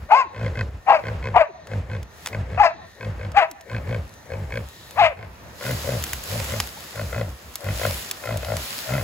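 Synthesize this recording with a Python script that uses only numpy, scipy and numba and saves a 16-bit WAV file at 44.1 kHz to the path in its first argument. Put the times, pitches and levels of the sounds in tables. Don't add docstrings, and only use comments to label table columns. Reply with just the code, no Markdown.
import sys
import numpy as np
from scipy import signal
from scipy.fft import rfft, irfft
from scipy.io import wavfile
from scipy.ndimage import uniform_filter1d, map_coordinates
from numba import njit

SR = 44100
rng = np.random.default_rng(int(sys.argv[2]) if len(sys.argv) > 2 else 0)


def boost(x):
    u = np.asarray(x, float) / 20
    return 10 ** u


def master_out(mix):
    frames = np.transpose(np.atleast_2d(mix))
    ceiling = np.clip(frames, -1, 1)
    pcm = np.round(ceiling * 32767).astype(np.int16)
    wavfile.write(sys.argv[1], SR, pcm)


N = 398223


def slide(db_points, hz):
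    point_hz, point_db = np.transpose(db_points)
    return np.interp(np.log(hz), np.log(point_hz), point_db)


def rms_one(x):
    return x / np.sqrt(np.mean(x ** 2) + 1e-20)


def in_time(rows):
    s, *columns = np.transpose(rows)
    return [np.interp(np.arange(N) / SR, s, c) for c in columns]


def sounding(tables, fade_s):
    gate = np.zeros(N)
    for rows in tables:
        gate[int(rows[0][0] * SR):int(rows[-1][0] * SR) + 2] = 1
    soft_gate = uniform_filter1d(gate, max(int(fade_s * SR), 1))
    return [soft_gate] + in_time(np.concatenate(tables))


def drift(rate):
    knots = rng.standard_normal(int(rate * N / SR) + 4)
    return map_coordinates(knots, [np.arange(N) * rate / SR + 1], order=3)


def cut(x, hz, kind, order=2):
    return signal.sosfilt(signal.butter(order, hz, kind, fs=SR, output="sos"), x)


@njit
def resonate(x, hz, width_hz, sr):
    out, r = np.zeros(len(x)), np.exp(-np.pi * width_hz / sr)
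    for i in range(2, len(x)):
        ringing = 2 * r * np.cos(2 * np.pi * hz[i] / sr) * out[i - 1] - r * r * out[i - 2]
        out[i] = x[i] - x[i - 2] + ringing
    return out * (1 - r * r) / 2


def placed(x, pan_db, lead):
    late = np.interp(np.arange(N) - lead, np.arange(N), x)
    return np.array([x * boost(pan_db / 2), late * boost(-pan_db / 2)])


# (frequency [Hz], likeness [-1 to 1])
EAR_LIKENESS = [(60, 0.76), (240, 0.92), (950, 0.21), (3770, -0.018), (15000, 0.53)]


def coloured(spectrum, source, patchy_db):
    out, edges = 0, 30 * 2 ** np.arange(0, 9.6, .5)
    for k, (low, high) in enumerate(zip(edges, edges[1:])):
        hz = np.sqrt(low * high)
        if slide(spectrum, hz) > -55:
            mid, side = cut(source[k % 2], [low, high], "band")
            alike = np.clip(slide(EAR_LIKENESS, hz), -1, 1)
            stereo = np.sqrt(1 + alike) * mid + np.sqrt(1 - alike) * side * [[1], [-1]]
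            out = out + boost(slide(spectrum, hz) + patchy_db * drift(14)) * stereo
    return rms_one(out)


# (start [s], length [s], loudest level [dB], first pitch [Hz], top pitch [Hz])
HUM_PUSHES = [(0, 0.0673, -30.5, 63.4, 71), (0.368, 0.2, -23.5, 109.2, 117.5), (0.522, .17, -23, 80, 119.8),
              (0.695, .11, -32, 63.1, 75), (1.046, 0.18, -23.5, 110.1, 110.4),
              (1.206, 0.2008, -26.5, 75.34, 115.2), (1.708, 0.14, -23.5, 105, 107.9),
              (1.859, 0.2, -28.5, 67.5, 113.2), (2.331, 0.14, -24, 100.1, 108.6),
              (2.48, .16, -26, 64.73, 100.1), (3.023, 0.16, -25.5, 110.4, 108.3),
              (3.17, 0.2, -29, 65.6, 109.8), (3.708, 0.12, -24.5, 109.8, 118.5),
              (3.839, .22, -26, 84.4, 120.7), (4.3, 0.22, -27.5, 84.7, 104.5),
              (4.497, 0.18, -28.5, 74.9, 125), (4.977, 0.14, -32, 95.3, 108.7),
              (5.15, 0.18, -35.5, 91, 115), (5.657, 0.15, -25.5, 125.4, 130.5),
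              (5.83, 0.22, -26, 79.9, 135), (6.082, 0.16, -34.5, 66, 69.9), (6.297, 0.18, -26, 101, 120),
              (6.479, .19, -28, 75, 118), (6.967, .14, -27.5, 105.5, 108), (7.109, .23, -26, 64.65, 120.7),
              (7.453, 0.079, -42, 63.3, 71.7), (7.653, 0.12, -23, 99.5, 103.7),
              (7.773, .22, -27.5, 65.2, 111.7), (8.272, .16, -24.5, 110.2, 114.8),
              (8.435, 0.2, -27, 70, 112.7), (8.895, 0.17, -22.5, 125.6, 137.6)]
HUM_RISE_S, HUM_FALL_S = .03, .033
HUM_EARLY_DB, HUM_EDGE_DB, HUM_SAG_DB = -4, -2, -3.5
HUM_TOP_AT, HUM_LOUD_AT = .3, .55
HUM_LOUD_PITCH, HUM_END_PITCH = .9, .53


def hum_shapes():
    shapes = []
    for s, length_s, db, from_hz, top_hz in HUM_PUSHES:
        early_db, late_db = db + HUM_EARLY_DB, db + HUM_SAG_DB
        rise_s, fall_s = min(HUM_RISE_S, length_s / 5), min(HUM_FALL_S, length_s / 5)
        end_s, end_hz = s + length_s, HUM_END_PITCH * top_hz
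        shapes.append([
            (s, early_db + HUM_EDGE_DB, from_hz),
            (s + rise_s, early_db, from_hz),
            (s + HUM_TOP_AT * length_s, db + HUM_EARLY_DB / 2, top_hz),
            (s + HUM_LOUD_AT * length_s, db, HUM_LOUD_PITCH * top_hz),
            (end_s - fall_s, late_db, end_hz),
            (end_s, late_db + HUM_EDGE_DB, end_hz)])
    return shapes


def chest(half_db, octave_db, waver, rumble_db):
    gate, level_db, hz = sounding(hum_shapes(), 0.06)
    turn = 2 * np.pi * np.cumsum(hz * (1 + waver * drift(30))) / SR
    tone = np.sin(turn) + boost(octave_db) * np.sin(2 * turn + 1)
    tone += boost(half_db) * np.sin(turn / 2) + boost(half_db - 4) * np.sin(turn * 3 / 2)
    rumble = rms_one(resonate(rng.standard_normal(N), hz, 82.0, SR))
    hum = rms_one(rms_one(tone) + boost(rumble_db) * rumble)
    flutter_db = 1.5 * drift(35)
    return gate * boost(level_db + flutter_db) * hum


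# (first pulse [s], strongest pulse [s], pulse rate [1/s], low-resonance level [dB], upper-resonance level [dB])
PULSE_TRAINS = [(.346, 0.461, 60.1, -34.5, -36), (.555, 0.595, 54, -33.5, -31),
                (1.038, 1.071, 64.1, -34.5, -32), (1.227, 1.264, 65, -34.5, -32.5),
                (1.715, 1.72, 49.5, -35.5, -37), (1.899, 1.943, 60, -40.5, -36),
                (2.329, 2.333, 53.3, -35.5, -33.5), (2.501, 2.55, 66.2, -38, -43.5),
                (3.009, 3.032, 50.4, -37.5, -37), (3.194, 3.243, 55, -40.5, -38),
                (3.698, 3.763, 57.4, -37, -35.5), (3.874, 3.938, 56.3, -34, -36),
                (4.302, 4.322, 59.1, -34, -38), (4.506, 4.565, 60, -38, -33),
                (5.172, 5.225, 52.4, -46.5, -42), (5.61, 5.702, 73, -34.5, -34),
                (5.843, 5.918, 66.2, -29, -37.5), (6.307, 6.344, 65.1, -36, -48.5),
                (6.489, 6.523, 62, -36, -35.5), (6.956, 6.994, 52.3, -32.5, -34.5),
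                (7.128, 7.195, 59.3, -31, -33), (7.645, 7.686, 48.5, -33.5, -34.5),
                (7.796, 7.839, 56.3, -27.5, -29), (8.238, 8.314, 58.2, -32, -33),
                (8.43, 8.512, 56, -29, -36.5), (8.891, 8.985, 66.1, -33, -32.5)]
TRAIN_SWELL_DB, TRAIN_BRIGHTEN_DB = 5.5, 6.5
TRAIN_HOLD_S, TRAIN_TAIL_S = .018, .09
TRAIN_FADE_DB, TRAIN_DULL_DB = 14.5, 60.5


def train_shapes():
    return [[(s, per_s, db - TRAIN_SWELL_DB, bright_db - TRAIN_BRIGHTEN_DB),
             (top_s, per_s, db, bright_db),
             (top_s + TRAIN_HOLD_S, per_s, db, bright_db),
             (top_s + TRAIN_TAIL_S, per_s, db - TRAIN_FADE_DB, bright_db - TRAIN_DULL_DB)]
            for s, top_s, per_s, db, bright_db in PULSE_TRAINS]


# (time [s], low [Hz], middle [Hz], top [Hz], left over right [dB])
THROAT_SHAPE = [(0, 514, 1516, 2090, 2.3), (4.7, 519, 1580, 2260, 8.9), (5.6, 527, 1450, 2060, 6.9),
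                (9.03, 607, 1340, 2060, 11.5)]


def rattle(jitter, uneven_db, puff_s, puff_db):
    trains = train_shapes()
    gate, per_s, level_db, bright_db = sounding(trains, 0.0044)
    low_hz, mid_hz, top_hz, pan_db = in_time(THROAT_SHAPE)
    slaps, chance = np.zeros(N), rng.standard_normal((len(trains), 30, 2))
    for rows, draw in zip(trains, chance):
        start = int(rows[0][0] * SR)
        gaps = SR / per_s[start] * (1 + jitter * draw[1:, 0])
        at = start + np.cumsum(np.r_[0, gaps]).astype(int)
        inside = at < min(rows[-1][0] * SR, N)
        slaps[at[inside]] = boost(uneven_db * draw[inside, 1])
    puff_shape = signal.lfilter([1], [1, -np.exp(-1 / (puff_s * SR))], slaps + 1e-18)
    source = slaps + boost(puff_db) * puff_shape * rng.standard_normal(N)
    low = resonate(resonate(source, low_hz, 115.0, SR), low_hz, 300.0, SR)
    upper = resonate(source, mid_hz, 110.0, SR) - boost(-3) * resonate(source, top_hz, 140.0, SR)
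    # (frequency [Hz], width [Hz], level [dB])
    for hz, width_hz, peak_db in [(1031.6, 66.4, -2), (2547, 30, -1.5), (3160, 420, -16),
                                  (4180, 233, -17), (7000, 1400, -75)]:
        upper += boost(peak_db) * resonate(source, np.full(N, float(hz)), float(width_hz), SR)
    open_rms = np.sqrt(np.mean(gate ** 2))
    low = open_rms * rms_one(low)
    upper = open_rms * rms_one(cut(upper, 5500, "low"))
    return placed(boost(level_db) * low, pan_db, 1.5) + placed(boost(bright_db) * upper, 0.86, 2.4)


BREATH_DB, BREATH_LEAD_S = -17.5, .059


def breath(low_width_hz, upper_width_hz, upper_db):
    gate, hum_db, _ = sounding(hum_shapes(), 0.055)
    low_hz, mid_hz, top_hz, pan_db = in_time(THROAT_SHAPE)
    air = rng.standard_normal(N)
    upper = resonate(air, mid_hz, upper_width_hz, SR) - resonate(air, top_hz, upper_width_hz, SR)
    hiss = rms_one(resonate(air, low_hz, low_width_hz, SR) + boost(upper_db) * upper)
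    push = np.roll(gate * boost(hum_db + BREATH_DB), -int(BREATH_LEAD_S * SR))
    return placed(push * hiss, pan_db, 2.4)


# (frequency [Hz], width of the sharper of two passes [Hz], relative level [dB])
SNOUT_BANDS = [(1834, 100, 0), (3880, 800, -3.5), (6070, 440, -6.5)]


def wheeze(level_db, draw_s):
    out, silent = 0, 1 - sounding(hum_shapes(), draw_s)[0]
    for hz, width_hz, db in SNOUT_BANDS:
        centre = np.full(N, float(hz))
        air = resonate(rng.standard_normal(N), centre, float(width_hz), SR)
        air = resonate(air, centre, 2. * width_hz, SR)
        out = out + boost(db + 3 * drift(3)) * rms_one(air)
    return boost(level_db) * silent * out


# (time [s], level [dB], loudest partial [Hz])
YELP_CALLS = [
    [(.088, -43, 563), (.113, -19, 737), (.122, -8.5, 835), (.135, -4.5, 868), (.152, -11, 1010),
     (.186, -13.5, 1096), (.215, -14.5, 1026), (.24, -31.5, 930), (.268, -50, 900)],
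    [(.864, -38, 744), (.884, -17, 792), (.897, -11, 807), (.914, -7, 817), (.93, -10, 668),
     (.949, -10.5, 645.5), (.968, -14, 618), (.982, -31, 603), (1.0, -25, 580)],
    [(1.342, -29, 720), (1.356, -24.5, 695), (1.364, -8, 699.6), (1.372, -3.5, 720.5), (1.382, -12, 720),
     (1.394, -16.5, 680), (1.415, -7.5, 635), (1.434, -21, 600), (1.462, -33.5, 592.4)],
    [(2.577, -21.5, 680), (2.592, -21, 772.5), (2.601, -10, 827), (2.612, -5, 836), (2.627, -15.5, 820),
     (2.642, -9, 682), (2.658, -9, 681.5), (2.685, -21.5, 646.3), (2.72, -35, 618)],
    [(3.345, -33.5, 602.4), (3.361, -27, 758.5), (3.371, -9.5, 802), (3.381, -5, 812), (3.397, -13.5, 805),
     (3.408, -18, 725), (3.428, -13, 655), (3.445, -20.5, 640), (3.475, -37, 645)],
    [(4.958, -38, 517), (4.974, -29, 638.6), (4.986, -18.5, 789), (4.995, -9.5, 842), (5.008, -11, 840),
     (5.02, -11, 710), (5.036, -8.5, 679), (5.065, -13, 635), (5.1, -32, 608), (5.133, -34, 500)],
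]
# (from [s], to [s])
THIRD_LOUDEST = [(.86, .924), (1.34, 1.386)]
# (frequency [Hz], relative level [dB per Hz])
HOARSE_SPECTRUM = [(210, -76), (350, -53), (636, -9.5), (882, 1), (1050, -9.5), (1400, -13.5), (2610, -15),
                   (3520, -46), (4500, -32.5), (5500, -46.5), (7140, -43), (8070, -76), (9000, -105),
                   (11700, -135), (19800, -120)]
STRAIN_DB = -10
OVER_DB, OVER_LOSS, OVER_GAIN = -10.5, 1.8, .092
HOARSE_TOP, HOARSE_LOSS = .39, .05
PALATE_HZ, PALATE_WIDTH_HZ, PALATE_DB = 1080, 150, -7


def yelps(mouth_width_hz, skirt_db, jitter, rasp_per_s, air_db):
    gate, level_db, mouth_hz = sounding(YELP_CALLS, .008)
    third = sounding([[(s, 0), (to_s, 0)] for s, to_s in THIRD_LOUDEST], .01)[0]
    hz = mouth_hz / (2 + third)
    strain = np.maximum(level_db - STRAIN_DB, 0)
    ease = np.maximum(STRAIN_DB - level_db, 0)
    over_db = level_db + OVER_DB - OVER_LOSS * strain + OVER_GAIN * ease
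    hoarse = HOARSE_TOP - HOARSE_LOSS * strain
    on = gate > 0
    hz, mouth_hz, hoarse = hz[on], mouth_hz[on], np.clip(hoarse[on], 0, 1)
    turn = 2 * np.pi * np.cumsum(hz * (1 + jitter * drift(150)[on])) / SR
    k = np.arange(1, 17)[:, None]
    low_share = np.clip((1250 - k * hz) / 100, 0, 1)
    lifted = np.clip((k * hz - 450) / 100, 0, 1)
    picked = 1 / (1 + ((k * hz - mouth_hz) / mouth_width_hz) ** 2)
    flutter = cut(rng.standard_normal((2, len(k), len(hz))), rasp_per_s, "low")
    flutter = (flutter[0] + 1j * flutter[1]) / flutter.std()
    depth = np.clip(hoarse * (1.5 - picked) * 1.97, 0, 1)
    wobble = np.sqrt(1 - depth ** 2) + depth * flutter / np.sqrt(2)
    partials = np.imag(wobble * np.exp(1j * (k * turn + k * k)))
    noise = coloured(HOARSE_SPECTRUM, rng.standard_normal((2, 2, N)), patchy_db=-7.0)[0][on]
    voice = np.zeros(N)
    voice[on] = boost(level_db[on]) * boost(air_db) * hoarse * noise
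    palate = boost(PALATE_DB) / (1 + ((k * hz - PALATE_HZ) / PALATE_WIDTH_HZ) ** 2)
    low_weights = (picked + boost(skirt_db) + palate) * low_share * lifted
    over_weights = boost(slide(HOARSE_SPECTRUM, k * hz)) * (1 - low_share)
    for weights, db in [(low_weights, level_db), (over_weights, over_db)]:
        size = np.sqrt((weights ** 2).sum(axis=0) / 2 + 1e-12)
        voice[on] += boost(db[on]) * (weights * partials).sum(axis=0) / size
    return gate * voice


# (time [s], length [s], from [Hz], to [Hz], level [dB])
FAINT_GLIDES = [(0.232, 0.058, 532, 248, -42), (1.475, 0.05, 522, 304.7, -38),
                (2.718, 0.081, 535, 183, -48), (3.48, 0.0798, 485.5, 202, -44.5),
                (6.763, 0.024, 805, 930, -38.5)]


def glides():
    out = np.zeros(N)
    for s, length_s, from_hz, to_hz, level_db in FAINT_GLIDES:
        size = int(length_s * SR)
        turn = 2 * np.pi * np.cumsum(np.geomspace(from_hz, to_hz, size)) / SR
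        out[int(s * SR):int(s * SR) + size] += boost(level_db) * np.hanning(size) * np.sin(turn)
    return out


# (delay [s], level [dB])
TRUNK_ECHOES = [(0.031, -24), (0.058, -19.5), (.094, -45), (0.132, -36.5), (.19, -33)]


def trees(x, smear_s):
    out, t = np.zeros((2, N)), np.arange(SR // 3) / SR
    for side in out:
        response = np.zeros(len(t))
        for delay_s, echo_db in TRUNK_ECHOES:
            smear = np.exp(-np.abs(t - delay_s) / smear_s) / np.sqrt(smear_s * SR)
            response += boost(echo_db) * rng.standard_normal(len(t)) * smear
        side += signal.fftconvolve(x, response)[:N]
    return cut(out, 3400, "low")


# (time [s], peak before the bass cut [dB], pitch [Hz])
SHORT_CLICKS = [(1.671, -26.5, 1546), (2.0298, -30, 3250), (2.2604, -13.5, 2060), (2.2715, -13, 1980),
                (2.286, -24, 2010), (3.3187, -31, 2430), (3.5131, -23.5, 5430), (3.6102, -31, 2930),
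                (4.093, -36, 5000), (4.1393, -34, 3800), (4.9091, -24, 6470), (6.0392, -10.5, 10800),
                (6.1326, -8, 11000), (6.4435, -18, 10550), (6.6017, -2.5, 3380), (7.556, -12.5, 10900),
                (7.608, -42, 2114), (8.112, -10, 6900), (8.3724, -17, 10300), (8.4474, -15.5, 2090),
                (8.568, -12.5, 3200)]


def clicks(crack_s, ring_q, crack_db):
    out, t = np.zeros(N), np.arange(SR // 40) / SR
    for s, peak_db, hz in SHORT_CLICKS:
        noise = cut(rng.standard_normal(len(t)), min(2.1 * hz, .45 * SR), "low", order=1)
        crack = boost(crack_db) * rms_one(noise) * np.exp(-t / crack_s)
        ring = np.sin(2 * np.pi * hz * t) * np.exp(-np.pi * hz * t / ring_q)
        click = crack + ring
        out[int(s * SR):int(s * SR) + len(t)] += boost(peak_db) * click / np.abs(click).max()
    return placed(cut(out, 860, "high"), 0.7, 1.6)


# (time [s], hiss level [dB])
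FROND_HISS = [(0, -59), (.4, -74.5), (1.0, -56.5), (1.5, -73), (2.05, -65.5), (2.27, -44), (2.4, -70),
              (2.72, -81), (2.9, -57.5), (3.32, -66), (3.5, -63), (4.05, -55.5), (4.4, -58), (4.7, -50),
              (4.98, -49), (5.15, -62), (5.55, -51.5), (5.66, -33.5), (6.08, -34.5), (6.22, -39.5),
              (6.32, -32), (6.58, -33), (6.75, -42), (7.1, -40.5), (7.35, -49.5), (7.6, -46), (7.78, -33),
              (7.88, -29), (8.17, -41.5), (8.45, -40.5), (8.63, -32.5), (9.03, -36.5)]
# (frequency [Hz], relative level [dB per Hz])
FERN_SPECTRUM = [(500, -26.5), (1200, -0.5), (2500, 0), (4500, 0), (6500, -3.5), (10000, -5.5), (15500, -3),
                 (17000, -47)]
# (frequency [Hz], relative level [dB per Hz])
FOREST_SPECTRUM = [(18, -34), (30, -9), (71, 7.5), (303, -9), (640, -6), (1270, -10.5), (1640, -12.5),
                   (2410, -17), (2990, -25.5), (5000, -29), (6500, -59), (11000, -120)]
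FOREST_DB, SWISH_DB, SNOUT_DB = -49.5, -8, -16


def fronds(per_s, spread_db, smooth_db):
    hiss_db, = in_time(FROND_HISS)
    gate, hum_db, _ = sounding(hum_shapes(), 0.066)
    tick_db = spread_db * np.minimum(rng.exponential(1, (2, 1, N)), 4)
    ticks = (rng.random((2, 1, N)) < per_s / SR) * boost(tick_db)
    grain = rng.standard_normal((2, 2, N)) * (boost(smooth_db) + ticks)
    hiss = boost(hiss_db) * coloured(FERN_SPECTRUM, grain, patchy_db=1.0)
    dull = coloured(FOREST_SPECTRUM, rng.standard_normal((2, 2, N)), patchy_db=1.2)
    undergrowth = boost(FOREST_DB + 4.0 * drift(5)) * dull
    snout_air = gate * boost(hum_db + SNOUT_DB) * dull
    swish = boost(hiss_db + SWISH_DB) * cut(dull, 154, "high")
    return hiss + undergrowth + snout_air + swish


def scene():
    hum = chest(half_db=-8, octave_db=-14, waver=.015, rumble_db=-13)
    throat = rattle(jitter=.03, uneven_db=1.8, puff_s=.004, puff_db=-19)
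    pushed_air = breath(low_width_hz=128.0, upper_width_hz=250., upper_db=-14.5)
    drawn_air = placed(wheeze(level_db=-58.5, draw_s=0.14), 2.0, 2.7)
    cry = yelps(mouth_width_hz=70, skirt_db=-20, jitter=.004, rasp_per_s=40.4, air_db=-1) + glides()
    echo = trees(cry, smear_s=.02)
    short_clicks = clicks(crack_s=.003, ring_q=4.0, crack_db=-3)
    ferns = fronds(per_s=460, spread_db=8.0, smooth_db=7.0)
    return hum + throat + pushed_air + drawn_air + placed(cry, 6.5, 5.36) + echo + short_clicks + ferns


DUCK_ABOVE_DB, DUCK_SHARE = -30, .14
HELD_FALL_DB_PER_S, DUCK_SMOOTH_S = 75.5, .023


def gain_control(x):
    fall = HELD_FALL_DB_PER_S * np.arange(N) / SR
    level_db = 10 * np.log10(uniform_filter1d((x ** 2).mean(axis=0), SR // 100) + 1e-12)
    held_db = np.maximum.accumulate(level_db + fall) - fall
    duck_db = DUCK_SHARE * np.maximum(held_db - DUCK_ABOVE_DB, 0)
    r = np.exp(-1 / (DUCK_SMOOTH_S * SR))
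    return x * boost(-signal.lfilter([1 - r], [1, -r], duck_db))


def low_pass(x):
    return signal.sosfilt(signal.butter(12, 17000, fs=SR, output="sos"), x)


SHARED_ABOVE_HZ = 6500
IN_STEP_HZ, TURN_HZ = 7050, 4150


def record(dry):
    hz = np.fft.rfftfreq(N, 1 / SR)
    left, right = rfft(cut(gain_control(dry), 59, "high", order=3))
    shared = 1 / (1 + np.exp((SHARED_ABOVE_HZ - hz) / 200))
    turned_left = left * np.exp(2j * np.pi * (hz - IN_STEP_HZ) / TURN_HZ)
    right = np.sqrt(1 - shared) * right + np.sqrt(shared) * turned_left
    spectrum = np.array([left, right]) / (1 + (hz / 15900) ** 120)
    mix = 1.021 * np.tanh(irfft(spectrum, N) / 0.96)
    return low_pass(mix)


dry = scene()
out = record(dry)
master_out(out)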